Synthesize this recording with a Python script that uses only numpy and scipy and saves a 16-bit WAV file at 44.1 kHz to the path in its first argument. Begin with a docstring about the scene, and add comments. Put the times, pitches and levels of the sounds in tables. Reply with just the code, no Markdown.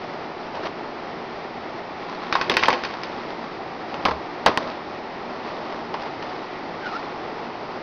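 """A steady fan rush with hiss, soon joined by scrapes and dull rubs of things pushed over a desk.
Plastic plugs clatter and shake loose leads; a computer mouse is knocked, set down and slid, squeaking faintly.
Blows are cracks, pings and ringing modes; slides and fan are shaped noise; the squeak is gliding tones.
A close, narrow-band microphone clips whatever exceeds its limits."""
import sys
import numpy as np
from scipy import signal
from scipy.fft import rfft, irfft, next_fast_len
from scipy.io import wavfile

SR = 44100
rng = np.random.default_rng(int(sys.argv[2]) if len(sys.argv) > 2 else 0)


def waveform_to_disk(signal):
    """Save audio, clipped to [-1, 1], as 16-bit WAV at the path in sys.argv[1]."""
    frames = np.transpose(np.atleast_2d(signal))
    scaled = np.clip(frames, -1, 1) * 32767
    samples = np.round(scaled).astype(np.int16)
    wavfile.write(sys.argv[1], SR, samples)


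N = 344914
TIME_S = np.arange(N) / SR

# plug blows, relative levels: (time [s], struck part pitch [Hz], edge crack [dB], shell knock [dB], desk thud [dB])
PLUG_BLOWS = [(2.3254, 1240, -5, -22.5, -29), (2.3529, 1430, -12, -10, -30), (2.4127, 1150, -7, -18.5, -32),
              (2.497, 3400, -3, -26, -14), (2.504, 1070, -29, -23, -15.5), (2.5165, 2620, -9.5, -46, -36),
              (2.5399, 1710, -10.5, -38, -39), (2.5682, 2600, 0.5, -18.5, -21),
              (2.5932, 2700, -12.5, -35, -33), (2.6271, 1480, -12, -16.5, -49),
              (2.6351, 2150, -3, -20.5, -44), (2.657, 3220, -9.5, -52, -45), (2.683, 970, -11, -7, -13.5),
              (2.7035, 2110, -9, -33, -23.5), (2.7282, 980, -9.5, -21.5, -29), (2.736, 2230, -16, -40, -25),
              (2.8363, 1500, -12.5, -31, -40), (2.85, 1810, -12, -31, -50.5), (2.939, 1000, -25, -27, -40),
              (3.034, 5020, -14.5, -36, -44)]
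# mouse on desk, relative levels: (time [s], struck part pitch [Hz], edge crack [dB], shell knock [dB], desk thud [dB])
MOUSE_BLOWS = [(3.9425, 1380, -15, -45, -42), (4.0528, 1150, -0.5, -19, -33),
               (4.0565, 1000, -18, -12.5, -26), (4.0835, 970, -16, -19.5, -26),
               (4.1096, 1020, -20, -21, -30), (4.4617, 920, 4.5, -6.5, -16.5),
               (4.4725, 1080, -11, -16, -34), (4.4803, 940, -11, -16.5, -24), (4.4905, 980, -26, -26, -24),
               (4.5742, 1880, -1.3, -20, -28), (4.675, 1190, -21, -33, -49), (5.941, 1050, -15, -24.5, -50),
               (5.951, 1080, -29, -33, -47), (6.07, 1410, -28, -33, -43), (6.226, 1860, -17, -34, -62)]
# body modes of plug on desk top: (frequency [Hz], relative level [dB], t60 [s])
PLUG_BODY_MODES = [(60, -13.5, 0.006), (330, -4.5, 0.029), (508, -3, 0.14), (895, 1, 0.015),
                   (1083, -1.5, 0.041), (1500, 2, 0.0076), (1900, -2, 0.009), (2500, 2, 0.0054),
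                   (3080, -2.5, 0.0042), (3700, -10.5, 0.014), (4420, -2.5, 0.011), (4900, -4, 0.005),
                   (6100, 0.5, 0.0053)]
# body modes of mouse on desk top: (frequency [Hz], relative level [dB], t60 [s])
MOUSE_BODY_MODES = [(45, 2.5, 0.0047), (169, -16, 0.014), (234, -7.5, 0.024), (390, 4.5, 0.024),
                    (462, -0.5, 0.064), (631, -2.5, 0.12), (760, -9.5, 0.016), (973, 4.5, 0.01),
                    (1089, -0.5, 0.02), (1570, -10, 0.0043), (1900, -17.5, 0.013), (2510, -27, 0.002),
                    (3700, -6, 0.01), (4680, -6.5, 0.0042), (6100, -2.5, 0.016)]
# hollow desk boom under the first mouse knocks: (peak time [s], rise [s], fall [s], level [dB])
DESK_BOOM = (4.135, .075, .05, -36)
# things pushed over the desk: (time of top speed [s], rise [s], fall [s], scrape level [dB], dull rub level [dB])
PUSHES = [(.575, .04, 0.042, -38.5, -31), (.655, 0.019, 0.028, -30, -32), (2.13, 0.13, 0.33, -38.5, -46.5),
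          (2.53, 0.092, 0.14, -45, -32.5), (2.69, 0.032, 0.1, -29.5, -34), (2.88, 0.068, 0.63, -39, -43),
          (3.97, 0.11, 0.17, -42.5, -35), (4.62, 0.024, 0.16, -37, -33.5), (5.6, 0.38, 0.43, -42.5, -37.5),
          (6.05, 0.081, .04, -39.5, -39.5), (6.24, 0.041, 0.44, -42, -41.5), (6.95, 0.12, 0.13, -37, -50),
          (7.3, 0.27, 0.51, -49, -40)]
# scrape spectrum: (frequency [Hz], relative density [dB per Hz])
SCRAPE_SPECTRUM = [(100, -26.5), (400, -16), (700, 0), (1100, 4), (1500, -5), (2200, -7.5), (3200, -10.5),
                   (5200, -14.5)]
# soft, dull rub spectrum: (frequency [Hz], relative density [dB per Hz])
RUB_SPECTRUM = [(40, -30), (200, -5), (450, -3), (650, 0), (950, -6.5), (1400, -21.5), (4000, -37.5)]
# mouse foot squeaks: (peak time [s], rise [s], fall [s], pitch at peak [Hz], glide [Hz per s], relative level [dB])
SQUEAK_GLIDES = [(6.838, .012, .08, 1560, -3000, -34), (6.953, .022, .022, 1330, 4800, -26.5)]
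# fan and microphone hiss spectrum: (frequency [Hz], relative density [dB per Hz])
FAN_SPECTRUM = [(25, -15), (48, -17.5), (90, -11.5), (200, -6.5), (370, 1.5), (510, -3), (740, 0),
                (1000, -5), (1300, -6.5), (1640, -13), (1850, -9), (2500, -15), (2950, -19), (5200, -22.5)]
# droning fan resonances: (frequency [Hz], width [Hz], level [dB])
FAN_DRONES = [(173.7, 7.1, -52), (236.4, 7.6, -48.5), (361, 59, -48.5), (842, 170, -41.5)]

ROOM_T60_S, REFLECTION_RISE_S = 0.4, 0.0017
RATTLE_TAPS_PER_S, RATTLE_DB, RATTLE_T60_S = 370, -13.5, 0.3  # RATTLE_DB: re the crack
FAN_DB, FAN_WANDER_DB = -33, 0.62
MIC_LIMIT, CEILING = 0.88, 0.63  # amplitude
MIC_EDGE_HZ, MIC_STEEP_EDGE_HZ, CUTOFF_HZ = 5337, 6750, 16000


def from_db(db):
    """Decibels to amplitude gain."""
    return 10 ** (np.asarray(db) / 20)


def rms_one(x):
    """Scale to rms 1."""
    return x / np.sqrt(np.mean(x ** 2) + 1e-20)


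def unit_energy(x):
    """Scale to energy 1."""
    return x / np.sqrt(np.sum(x ** 2) + 1e-20)


def coloured_noise(spectrum):
    """Noise shaped by a spectrum, flat beyond its ends; rms 1."""
    hz, db = np.transpose(spectrum)
    size = next_fast_len(N)
    grid_hz = np.maximum(np.fft.rfftfreq(size, 1 / SR), 1)
    gain = from_db(np.interp(np.log(grid_hz), np.log(hz), db))
    return rms_one(irfft(rfft(rng.standard_normal(size)) * gain, size)[:N])


def drift(cutoff_hz):
    """Low-passed random fluctuation; rms 1."""
    lowpass = signal.butter(2, cutoff_hz, fs=SR, output="sos")
    slow = signal.sosfilt(lowpass, rng.standard_normal(N + SR))
    return rms_one(slow[SR:])  # drop the filter's start-up


def swell(peak_s, rise_s, fall_s):
    """Speed of a movement: Gaussian rise and fall, height 1."""
    side_s = np.where(TIME_S < peak_s, rise_s, fall_s)
    return np.exp(-np.minimum(((TIME_S - peak_s) / side_s) ** 2, 20))


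def mode_width_hz(t60_s):
    """Resonance bandwidth that decays 60 dB in t60_s."""
    return np.log(1000) / (np.pi * t60_s)


def resonate(x, hz, width_hz):
    """Two-pole resonance, gain about 1 at its centre."""
    r = np.exp(-np.pi * width_hz / SR)
    numerator = np.array([1, 0, -1]) * (1 - r * r) / 2
    denominator = [1, -2 * r * np.cos(2 * np.pi * hz / SR), r * r]
    return signal.lfilter(numerator, denominator, x + 1e-18)


def ring_mode(t_s, hz, t60_s, sign, scatter_db, scatter_t60_s, room_db):
    """One body mode rings directly, through nearby scatter and in the room tail; energy 1."""
    width_hz = mode_width_hz(t60_s)
    arrived = np.clip(t_s / REFLECTION_RISE_S, 0, 1) ** 2
    near, far = rng.standard_normal((2, len(t_s))) * arrived
    direct = unit_energy(resonate(1. * (t_s == 0), hz, width_hz)) * sign
    scatter = unit_energy(resonate(near * from_db(-60 * t_s / scatter_t60_s), hz, width_hz))
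    tail = unit_energy(resonate(far * from_db(-60 * t_s / ROOM_T60_S), hz, width_hz))
    return unit_energy(direct + from_db(scatter_db) * scatter + from_db(room_db) * tail)


def contacts(blows, modes, level_db, clack_db, tick_db, scatter_db, scatter_t60_s, room_db,
             crack_db, crack_hz, ping_db, ping_t60_s):
    """Each blow cracks, pings the struck part and rings the body; upper modes (clack, tick) follow the crack."""
    out = np.zeros(N + SR)
    t_s = np.arange(SR // 2) / SR
    band_hz = [400, 1000, 2100, 4300]  # thud, knock, clack, tick
    crack = np.sin(2 * np.pi * crack_hz * t_s) * np.exp(-t_s * crack_hz)  # hard edges: little over one cycle
    for time_s, part_hz, peak_db, knock_db, thud_db in blows:
        band_db = [thud_db, knock_db, peak_db + clack_db, peak_db + tick_db]
        ping = np.sin(2 * np.pi * part_hz * t_s) * from_db(ping_db - 60 * t_s / ping_t60_s)
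        blow = from_db(peak_db) * (from_db(crack_db) * crack + ping)
        for k, (hz, mode_db, t60_s) in enumerate(modes):
            ring = ring_mode(t_s, hz, t60_s, (-1) ** k, scatter_db, scatter_t60_s, room_db)
            drive_db = np.interp(np.log(hz), np.log(band_hz), band_db)
            blow = blow + ring * from_db(level_db + mode_db + drive_db)
        start = round(time_s * SR)
        out[start:start + len(t_s)] += blow
    return out[:N]


def plug_clatter():
    """Plastic plugs strike with hard cracks and ringing shells."""
    return contacts(PLUG_BLOWS, PLUG_BODY_MODES, level_db=22.5, clack_db=-15.5, tick_db=-19.5,
                    scatter_db=-3.5, scatter_t60_s=0.056, room_db=-6.5,
                    crack_db=0, crack_hz=2700, ping_db=-7.5, ping_t60_s=0.015)


def mouse_knocks():
    """The mouse meets the desk; its upper body modes are driven less than the plugs'."""
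    return contacts(MOUSE_BLOWS, MOUSE_BODY_MODES, level_db=23.0, clack_db=-28, tick_db=-22,
                    scatter_db=-2, scatter_t60_s=0.06, room_db=-10,
                    crack_db=1, crack_hz=2750, ping_db=-9.5, ping_t60_s=0.016)


def lead_rattle():
    """Plug blows shake the leads: random taps die away, each waking one upper plastic mode."""
    decays = [(TIME_S > time_s) * from_db(crack_db - 60 * np.abs(TIME_S - time_s) / RATTLE_T60_S)
              for time_s, _, crack_db, *_ in PLUG_BLOWS]
    shaken = np.max(decays, axis=0)
    modes = [mode for mode in PLUG_BODY_MODES if mode[0] > 800]
    tapped = rng.random(N) < RATTLE_TAPS_PER_S / SR
    taps = tapped * rng.uniform(-1.1, 1, N) * from_db(RATTLE_DB) * shaken
    mode_of_tap = rng.integers(0, len(modes), N)
    out = np.zeros(N)
    for k, (hz, _, t60_s) in enumerate(modes):
        width_hz = mode_width_hz(t60_s)
        unit_height = SR / (2 * np.pi * width_hz)  # a unit tap rings with height about 1
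        out += resonate(taps * (mode_of_tap == k), hz, width_hz) * unit_height
    return out


def desk_boom(hz):
    """The desk top swings at its lowest note."""
    peak_s, rise_s, fall_s, db = DESK_BOOM
    return from_db(db) * swell(peak_s, rise_s, fall_s) * np.sin(2 * np.pi * hz * TIME_S)


def sliding(grain_db):
    """Pushes scrape with a fine, uneven grain and stir the desk's low and middle notes."""
    scrape_gain, rub_gain = 0, 0
    for peak_s, rise_s, fall_s, scrape_db, rub_db in PUSHES:
        speed = swell(peak_s, rise_s, fall_s)
        scrape_gain = scrape_gain + from_db(scrape_db) * speed
        rub_gain = rub_gain + from_db(rub_db) * speed
    grain = from_db(grain_db * drift(170))
    scrape = scrape_gain * grain * coloured_noise(SCRAPE_SPECTRUM)
    return scrape + rub_gain * coloured_noise(RUB_SPECTRUM)


def squeak(rough_db, overtone_db, scrape_db, scrape_hz):
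    """The mouse foot sticks and slips in short, unsteady glides with a bright scrape."""
    unsteady = 1 + 0.018 * drift(200)  # pitch factor
    highpass = signal.butter(2, scrape_hz, "high", fs=SR, output="sos")
    scrape = rms_one(signal.sosfilt(highpass, rng.standard_normal(N)))
    out = 0
    for peak_s, rise_s, fall_s, hz, glide_hz_per_s, db in SQUEAK_GLIDES:
        pitch_hz = (hz + glide_hz_per_s * (TIME_S - peak_s)) * unsteady
        phase = 2 * np.pi * np.cumsum(pitch_hz) / SR
        tones = np.sin(phase) + from_db(overtone_db) * np.sin(2 * phase)
        slips = tones + from_db(scrape_db) * scrape
        out = out + from_db(db) * swell(peak_s, rise_s, fall_s) * slips
    return out * from_db(rough_db * drift(90))


def fan():
    """Even rush of air and hiss, plus narrow noise bands droning at fan resonances."""
    out = coloured_noise(FAN_SPECTRUM) * from_db(FAN_DB + FAN_WANDER_DB * drift(9))
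    for hz, width_hz, db in FAN_DRONES:
        out = out + from_db(db) * rms_one(resonate(rng.standard_normal(N), hz, width_hz))
    return out


def scene():
    """Sum of all sources at the one microphone."""
    blows = plug_clatter() + lead_rattle() + mouse_knocks() + desk_boom(hz=72)
    friction = sliding(grain_db=4.5) + squeak(rough_db=4.5, overtone_db=-22, scrape_db=-11, scrape_hz=2800)
    return (blows + friction + fan())[None]


def record(dry):
    """Microphone saturates, passes a narrow band; overshoot clips again and splashes treble above it."""
    saturated = np.clip(dry, -MIC_LIMIT, MIC_LIMIT)
    narrow = signal.sosfilt(signal.butter(11, MIC_EDGE_HZ, fs=SR, output="sos"), saturated)
    narrow = signal.sosfilt(signal.ellip(8, 0.1, 60, MIC_STEEP_EDGE_HZ, fs=SR, output="sos"), narrow)
    clipped = np.clip(narrow, -CEILING, CEILING)
    return signal.sosfilt(signal.ellip(10, 0.1, 80, CUTOFF_HZ, fs=SR, output="sos"), clipped)


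dry = scene()
out = record(dry)
waveform_to_disk(out)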